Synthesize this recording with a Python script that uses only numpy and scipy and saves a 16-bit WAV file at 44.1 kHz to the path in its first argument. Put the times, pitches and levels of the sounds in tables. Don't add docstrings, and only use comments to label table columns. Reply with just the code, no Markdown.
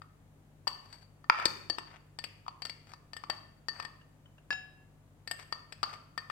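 import sys
import numpy as np
from scipy import signal
from scipy.fft import rfft, irfft
from scipy.io import wavfile
from scipy.ndimage import uniform_filter1d, minimum_filter1d

SR = 44100
rng = np.random.default_rng(int(sys.argv[2]) if len(sys.argv) > 2 else 0)


def transcribe(u):
    v = np.clip(np.atleast_2d(u).T, -1, 1)
    q = np.round(v * 32767).astype(np.int16)
    wavfile.write(sys.argv[1], SR, q)


N = 278252
TEN_MS = SR // 100

# (frequency [Hz], level [dB], t60 [s])
SMALL_BOWL_MODES = [(1808.6, 19.5, 0.07), (4583, 19.5, 0.081), (4550, 10.5, 0.1), (4680, 6.5, 0.061),
                    (4860, 2, 0.0453), (7880, -3.5, 0.073), (7980, 0.5, 0.055), (11330, -11.5, 0.035),
                    (12200, -12, .035)]
LOW_MODES, HIGH_MODES, TOP_MODES = SMALL_BOWL_MODES[:1], SMALL_BOWL_MODES[1:5], SMALL_BOWL_MODES[5:]
# (frequency [Hz], level [dB])
CLICK_SPECTRUM = [(100, -15.5), (500, -2.5), (1000, 3), (3100, 6.5), (4050, -1.5), (4850, 13),
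                  (5900, -15.5), (7000, -11), (8200, -11), (10000, -26.5), (12500, -27.5), (16000, -42.5)]
# (frequency [Hz], level [dB])
RIGHT_ROOM_SPECTRUM = [(100, 5), (1300, -1), (3000, -1.5), (4200, -23), (4700, -11), (5300, -1.5),
                       (6200, 6), (8000, 2), (15000, -2.5)]


def undb(db):
    return 10 ** (np.asarray(db) / 20)


def along(points, hz):
    point_hz, value = np.transpose(points)
    return np.interp(np.log(hz + 1), np.log(point_hz), value)


def response(points, tilt_db_per_octave=0, size=2048):
    hz = np.arange(size // 2 + 1) * SR / size
    db = along(points, hz) + tilt_db_per_octave * np.log2(np.maximum(hz / 3000, 1))
    cepstrum = irfft(np.log(undb(db)))
    cepstrum[1:size // 2] *= 2
    cepstrum[size // 2 + 1:] = 0
    return irfft(np.exp(rfft(cepstrum)))


def colour(x, points):
    return signal.fftconvolve(x, response(points))[:len(x)]


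def blow(x, db):
    return x * undb(db) * np.sqrt(TEN_MS / np.sum(x ** 2))


def add(track, s, x):
    i = max(int(s * SR), 0)
    track[i:i + len(x)] += x[:max(len(track) - i, 0)]


def ring(modes, detune=0., scatter=0.):
    t = np.arange(int(SR * np.max(modes, axis=0)[2])) / SR
    out = 0
    for hz, db, t60_s in modes:
        pitch_shift, size_shift = rng.uniform(-1, 1, 2)
        decay = np.exp(-np.log(1000) * t / t60_s)
        wave = np.sin(2 * np.pi * hz * (1 + detune * pitch_shift) * t) * decay
        out = out + blow(wave, db) * (1 + scatter * size_shift)
    return out


def contact(shape, chatter, t60_s, rise_s=0.00022):
    t = np.arange(SR // 20) / SR
    swell = (1 - np.exp(-t / rise_s)) * np.exp(-np.log(1000) * t / t60_s)
    push = blow(rng.standard_normal(len(t)) * swell, 0) * chatter / np.sqrt(TEN_MS)
    push[0] += 1
    return signal.fftconvolve(push, shape)


def small_bowl():
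    # (time [s], force [dB], hardness [0 onion-cushioned..1 bare glass], place [0 low on wall..1 rim],
    # glass ring [dB], knock pitch [Hz])
    taps = [(0.0185, -41, 0.23, 1, -4, 1290), (0.6713, -26, 0.044, 0.37, 9.5, 1102),
            (0.6763, -27, 0.74, 0.24, -4, 940), (1.2427, -50, 0, 0.72, 13.5, 1190),
            (1.3985, -25.5, 0.2, 1, -4, 1330), (1.4554, -20, 0.76, 0.31, -0.5, 1320),
            (1.6989, -29, 0.56, 0.33, 8.5, 1180), (1.784, -24, 0.38, 0.87, -11, 1097),
            (2.188, -33, 0.7, 0.55, 1.5, 1196), (2.24, -30, 0.75, 0.17, -12, 2340),
            (2.464, -44.5, 0, 0.29, -10, 1150), (2.481, -30.5, 0.14, 0.14, -7.5, 1093),
            (2.62, -31.5, 0.62, 0.17, -5.5, 1120), (2.652, -35, 0.82, 0.38, 0, 1390),
            (2.667, -43, 0.74, .3, -6, 1500), (2.6965, -34.5, 0.6, 0.33, 0, 2220),
            (2.936, -39.5, 0.31, 0.38, -0.5, 1186), (3.133, -37, 0.55, 0.5, 3.5, 1234),
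            (3.1665, -34.5, 0.64, 0.96, -2.5, 1270), (3.2377, -33.5, 0.18, 0.33, -7, 1185),
            (3.299, -20.5, 0.46, 0.42, 0.5, 1126), (3.6845, -28.5, 0.45, 0.5, 10.5, 1235),
            (3.7997, -28, 0.28, 0.58, 2, 1183), (3.825, -38, 0.47, 0.78, -1, 1150),
            (3.85, -33, 0.48, 0.73, 5, 1210), (5.275, -36.5, 0.81, 0.6, 3, 1190),
            (5.312, -29.5, 0.89, 0.98, -1, 1210), (5.5251, -25.5, 0.3, 0.46, 6, 1188),
            (5.7236, -37.5, 0.76, 0.68, -5, 2500), (5.8305, -18, 0.38, 0.4, -2, 1224),
            (5.838, -28, 0.13, 0.3, 2.5, 1240), (5.937, -35.5, 0.29, 0.56, -3, 1200),
            (6.1776, -26.5, 0.43, 0.73, 6, 1224), (6.2997, -29, 0.21, 0.82, 3.5, 1210)]
    # (frequency [Hz], level [dB], t60 [s])
    wall_modes = [(1420, 3, 0.0032), (2300, -5, 0.011), (3380, 2, 0.024)]
    # (multiple of knock pitch [1], level [dB])
    knock_spectrum = [(.1, -32.5), (.35, -20.5), (.62, -7.5), (1, 12.5), (1.24, -0.5), (1.6, -23),
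                      (3.4, -26.5), (13, -69.5)]
    # (level re force [dB], added at full hardness [dB], added at rim [dB])
    knock_law = (0.38, -25.5, 0)
    click_law = (-19.5, 18.6, 0)
    wall_law = (-26, 13, 0)
    low_ring_law = (-29, 12.7, 15.7)
    high_ring_law = (-6.5, 22.55, -27)
    top_ring_law = (-49, 37.1, 7.9)
    usual_hollow_hz, snap_db_per_octave = 1170, 8.5
    soft_tilt_db_per_octave, hard_tilt_db_per_octave = -8, 11.5

    out = np.zeros(N)
    for s, force_db, hardness, place, glass_db, knock_hz in taps:
        hollow = response([(multiple * knock_hz, db) for multiple, db in knock_spectrum])
        knock = contact(hollow, chatter=0.19, t60_s=0.034)
        snap_db = snap_db_per_octave * np.log2(knock_hz / usual_hollow_hz)

        tilt = soft_tilt_db_per_octave + hard_tilt_db_per_octave * hardness
        click = contact(response(CLICK_SPECTRUM, tilt), chatter=14, t60_s=.032, rise_s=.0008)
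        clack = ring(wall_modes, detune=.1, scatter=.6)

        low = ring(LOW_MODES, detune=.009)
        high = contact(ring(HIGH_MODES, detune=.007, scatter=.6), chatter=1.3, t60_s=0.025)
        top = ring(TOP_MODES, detune=.012, scatter=.6)

        parts = (
            (knock, knock_law, snap_db),
            (click, click_law, 0),
            (clack, wall_law, 0),
            (low, low_ring_law, glass_db),
            (high, high_ring_law, glass_db),
            (top, top_ring_law, 0),
        )
        for sound, (base_db, hard_db, rim_db), own_db in parts:
            level_db = force_db + base_db + hard_db * hardness + rim_db * place + own_db
            add(out, s, blow(sound, level_db))
    return out


def slap():
    # (frequency [Hz], level [dB])
    slap_spectrum = [(200, -30), (680, -16), (1000, 4), (1300, 5.5), (1600, -7), (1830, 1.5), (2080, -6),
                     (2350, 2), (2900, -16), (4100, -18.5), (4750, -5.5), (5600, -30), (15000, -53)]
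    slap_s, slap_db = 1.2986, -8.5
    out = np.zeros((2, N))
    for side in out:
        clack = contact(response(slap_spectrum), chatter=.45, t60_s=.015)
        add(side, slap_s, blow(clack, slap_db))
    return out


def big_bowl():
    # (frequency [Hz], level [dB], t60 [s], right re left [dB])
    bowl_modes = [(747, -16, 0.45, -20.5), (1703, 1.5, 0.32, -2.5), (1681, -12.5, .3, -26),
                  (2720, -6, 0.41, 2), (3849, -12.5, 0.48, 9), (5130, -18, 0.37, 2), (6700, -35, 0.3, 8.5),
                  (8150, -31, 0.22, -21)]
    # (time [s], ring level [dB], click level [dB])
    touches = [(4.5055, -27.5, -35), (4.527, -39, -37)]
    out = np.zeros((2, N))
    left = ring([(hz, db, t60_s) for hz, db, t60_s, _ in bowl_modes])
    right = ring([(hz, db + right_db, t60_s) for hz, db, t60_s, right_db in bowl_modes])
    for s, ring_db, click_db in touches:
        click = contact(response(CLICK_SPECTRUM, tilt_db_per_octave=-5), chatter=4.8, t60_s=0.032)
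        click = blow(click, click_db)
        for side, tone in zip(out, (left, right)):
            add(side, s, tone * undb(ring_db))
            add(side, s, click)
    return out


def scraping():
    # (start [s], end [s], rasp level [dB], glass ring level [dB], treble tilt [dB/octave])
    strokes = [(0.799, 1.069, -65, -66.5, 8), (0.918, 0.964, -58.5, -51, 7.5),
               (1.338, 1.452, -41.5, -61, -0.5), (1.858, 1.983, -55.5, -88, 0),
               (2.858, 2.954, -58.5, -66.5, 7.5), (3.72, 3.88, -54.5, -57, -10),
               (5.384, 5.438, -50, -60, 7.5), (5.866, 5.97, -52.5, -58, 4)]
    # (frequency [Hz], level [dB])
    rasp_spectrum = [(100, -20), (1000, 5.5), (1500, 5), (2350, 1.5), (4700, -12.5), (15000, -44)]
    slips_per_s, top_re_glass_db = 3000, -15
    catches_per_s, catch_spread_db = 130, 5

    out = np.zeros(N)
    glass, top = ring(HIGH_MODES), ring(TOP_MODES)
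    for start_s, end_s, rasp_db, glass_db, tilt in strokes:
        n = max(int((end_s - start_s) * SR), TEN_MS)
        slips = rng.random(n) < slips_per_s / SR
        grains = slips * rng.standard_normal(n) * undb(3 * rng.standard_normal(n))

        catches = rng.standard_normal(int(n / SR * catches_per_s) + 2)
        catch_position = np.arange(n) / SR * catches_per_s
        pressure_db = catch_spread_db * np.interp(catch_position, np.arange(len(catches)), catches)
        grains *= undb(pressure_db) * signal.windows.tukey(n, .5)

        bodies = (
            (response(rasp_spectrum, tilt), rasp_db),
            (glass, glass_db),
            (top, glass_db + top_re_glass_db),
        )
        for body, db in bodies:
            add(out, start_s, blow(signal.fftconvolve(grains, body), db) * np.sqrt(n / TEN_MS))
    return out


def table():
    # (time [s], level [dB])
    thuds = [(1.456, -32.5), (1.6998, -39), (1.7826, -45.5), (3.297, -42)]
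    # (frequency [Hz], level [dB])
    thud_spectrum = [(40, -19.5), (130, -6.5), (230, 0), (350, 3.5), (480, -6.5), (700, -6.5), (1200, -26),
                     (5000, -52.5)]
    out = np.zeros(N)
    for s, db in thuds:
        add(out, s, blow(contact(response(thud_spectrum), chatter=0.92, t60_s=0.011), db))
    return out


def onion_bits():
    # (time [s], level [dB])
    landings = [(4.012, -60.5), (4.257, -60), (4.381, -60)]
    pat_modes = [(2920, -1.5, .015), (1650, -3.5, 0.007)]  # (frequency [Hz], level [dB], t60 [s])
    out = np.zeros(N)
    for s, db in landings:
        pat = contact(ring(pat_modes, detune=0.072), chatter=3.0, t60_s=0.054)
        add(out, s, blow(pat, db))
    return out


def echo_pattern(wet_db, build_s):
    # (frequency [Hz], t60 [s])
    room_t60 = [(150, 0.98), (1000, 0.6), (2500, 0.67), (5000, 0.54), (14000, 0.57)]
    # (frequency [Hz], level [dB])
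    room_spectrum = [(100, -6), (500, 1), (1100, -1), (2600, -0.5), (4500, -1.5), (9000, -3.5),
                     (15000, 3.5)]
    near_db, near_decay_s, wall_delay_s = 9, 0.007, 0.023
    echo_spread_db = 9

    t = np.arange(SR) / SR
    spread_db = echo_spread_db * np.exp(-t / .15) * rng.standard_normal(SR)
    echoes = rng.standard_normal(SR) * undb(spread_db)
    echoes /= np.sqrt(uniform_filter1d(echoes ** 2, size=600))

    hz, frame_s, cells = signal.stft(echoes, SR, nperseg=256)
    cells = cells * np.exp(-np.log(1000) * frame_s / along(room_t60, hz)[:, None])

    near = undb(near_db) * (1 - np.exp(-t / build_s)) * np.exp(-t / near_decay_s)
    walls = np.clip(t / wall_delay_s, 0, 1) ** 2
    tail = signal.istft(cells, SR)[1][:SR] * (near + walls)
    return colour(undb(wet_db) * tail / np.sqrt(np.sum(tail ** 2)), room_spectrum)


def kitchen(x, wet_db, build_s):
    out = np.zeros(N)
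    for i in range(0, N, SR):
        add(out, i / SR, signal.fftconvolve(x[i:i + SR], echo_pattern(wet_db, build_s)))
    return out


def background(air_db=-64.0):
    # (frequency [Hz], level [dB], waver [dB])
    hum_tones = [(48.4, -69.5, 1), (101, -65.5, 2), (149.8, -65.5, 0.5)]
    # (frequency [Hz], level [dB])
    air_spectrum = [(25, -15.5), (69, -18), (86, -4), (152, -10.5), (305, -12.5), (349, -18.5),
                    (648, -20.5), (1950, -33.5), (5430, -43.5), (7100, -40.5), (15500, -46.5)]
    t = np.arange(N) / SR
    knots_s = np.linspace(0, t[-1], num=40)
    hum = 0
    for hz, db, waver_db in hum_tones:
        waver = np.interp(t, knots_s, rng.standard_normal(len(knots_s)))
        level = np.sqrt(2) * undb(db + waver_db * waver)
        hum = hum + level * np.sin(2 * np.pi * (hz * t + rng.random()))

    mid, side = (colour(rng.standard_normal(N), air_spectrum) for _ in range(2))
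    side = colour(side, [(100, -9.5), (500, -6.5), (2000, 1.0)])
    air = np.array([mid + side, mid - side]) * undb(air_db) / np.std(mid)
    lean_db = 0.95
    return (hum + air) * undb([[lean_db], [-lean_db]])


def turn_phase(x):
    centre_hz, width_hz = 1273, 200
    b, a = signal.iirpeak(centre_hz, centre_hz / width_hz, fs=SR)
    return x - 2 * signal.lfilter(b, a, x)


def scene():
    # (frequency [Hz], level [dB])
    right_port_spectrum = [(100, -18.5), (700, -4), (1000, -2), (1400, -24), (1850, -11.5), (3000, -15.5),
                           (4000, -5.5), (4600, -22.5), (5300, -6), (6200, 5), (8100, -2), (15000, -8)]
    held = small_bowl() + table() + scraping()
    free_left, free_right = big_bowl() + onion_bits()
    clack_left, clack_right = slap()
    everything = held + free_left + clack_left
    left = everything + kitchen(everything, wet_db=-10.0, build_s=0.0022)

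    right = np.roll(turn_phase(colour(held, right_port_spectrum)), shift=4)
    below = np.roll(free_right + turn_phase(clack_right), shift=3)
    right_echoes = kitchen(everything, wet_db=-9.5, build_s=0.0023)
    right += colour(below + right_echoes, RIGHT_ROOM_SPECTRUM)
    return np.array([left, right]) + background()


def limiter(x, ceiling, release_db_per_s):
    peak = -minimum_filter1d(-np.abs(x).max(axis=0), size=88)
    over_db = 20 * np.log10(np.maximum(peak / ceiling, 1))
    recovery_db = release_db_per_s * np.arange(N) / SR
    cut_db = np.maximum.accumulate(over_db + recovery_db) - recovery_db
    return x * undb(-uniform_filter1d(cut_db, size=44))


def record(dry):
    top_hz = 16000
    held_down = limiter(dry, ceiling=.88, release_db_per_s=45)
    low_pass = signal.ellip(8, .2, 70, top_hz, fs=SR, output="sos")
    return signal.sosfilt(low_pass, held_down)


dry = scene()
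out = record(dry)
transcribe(out)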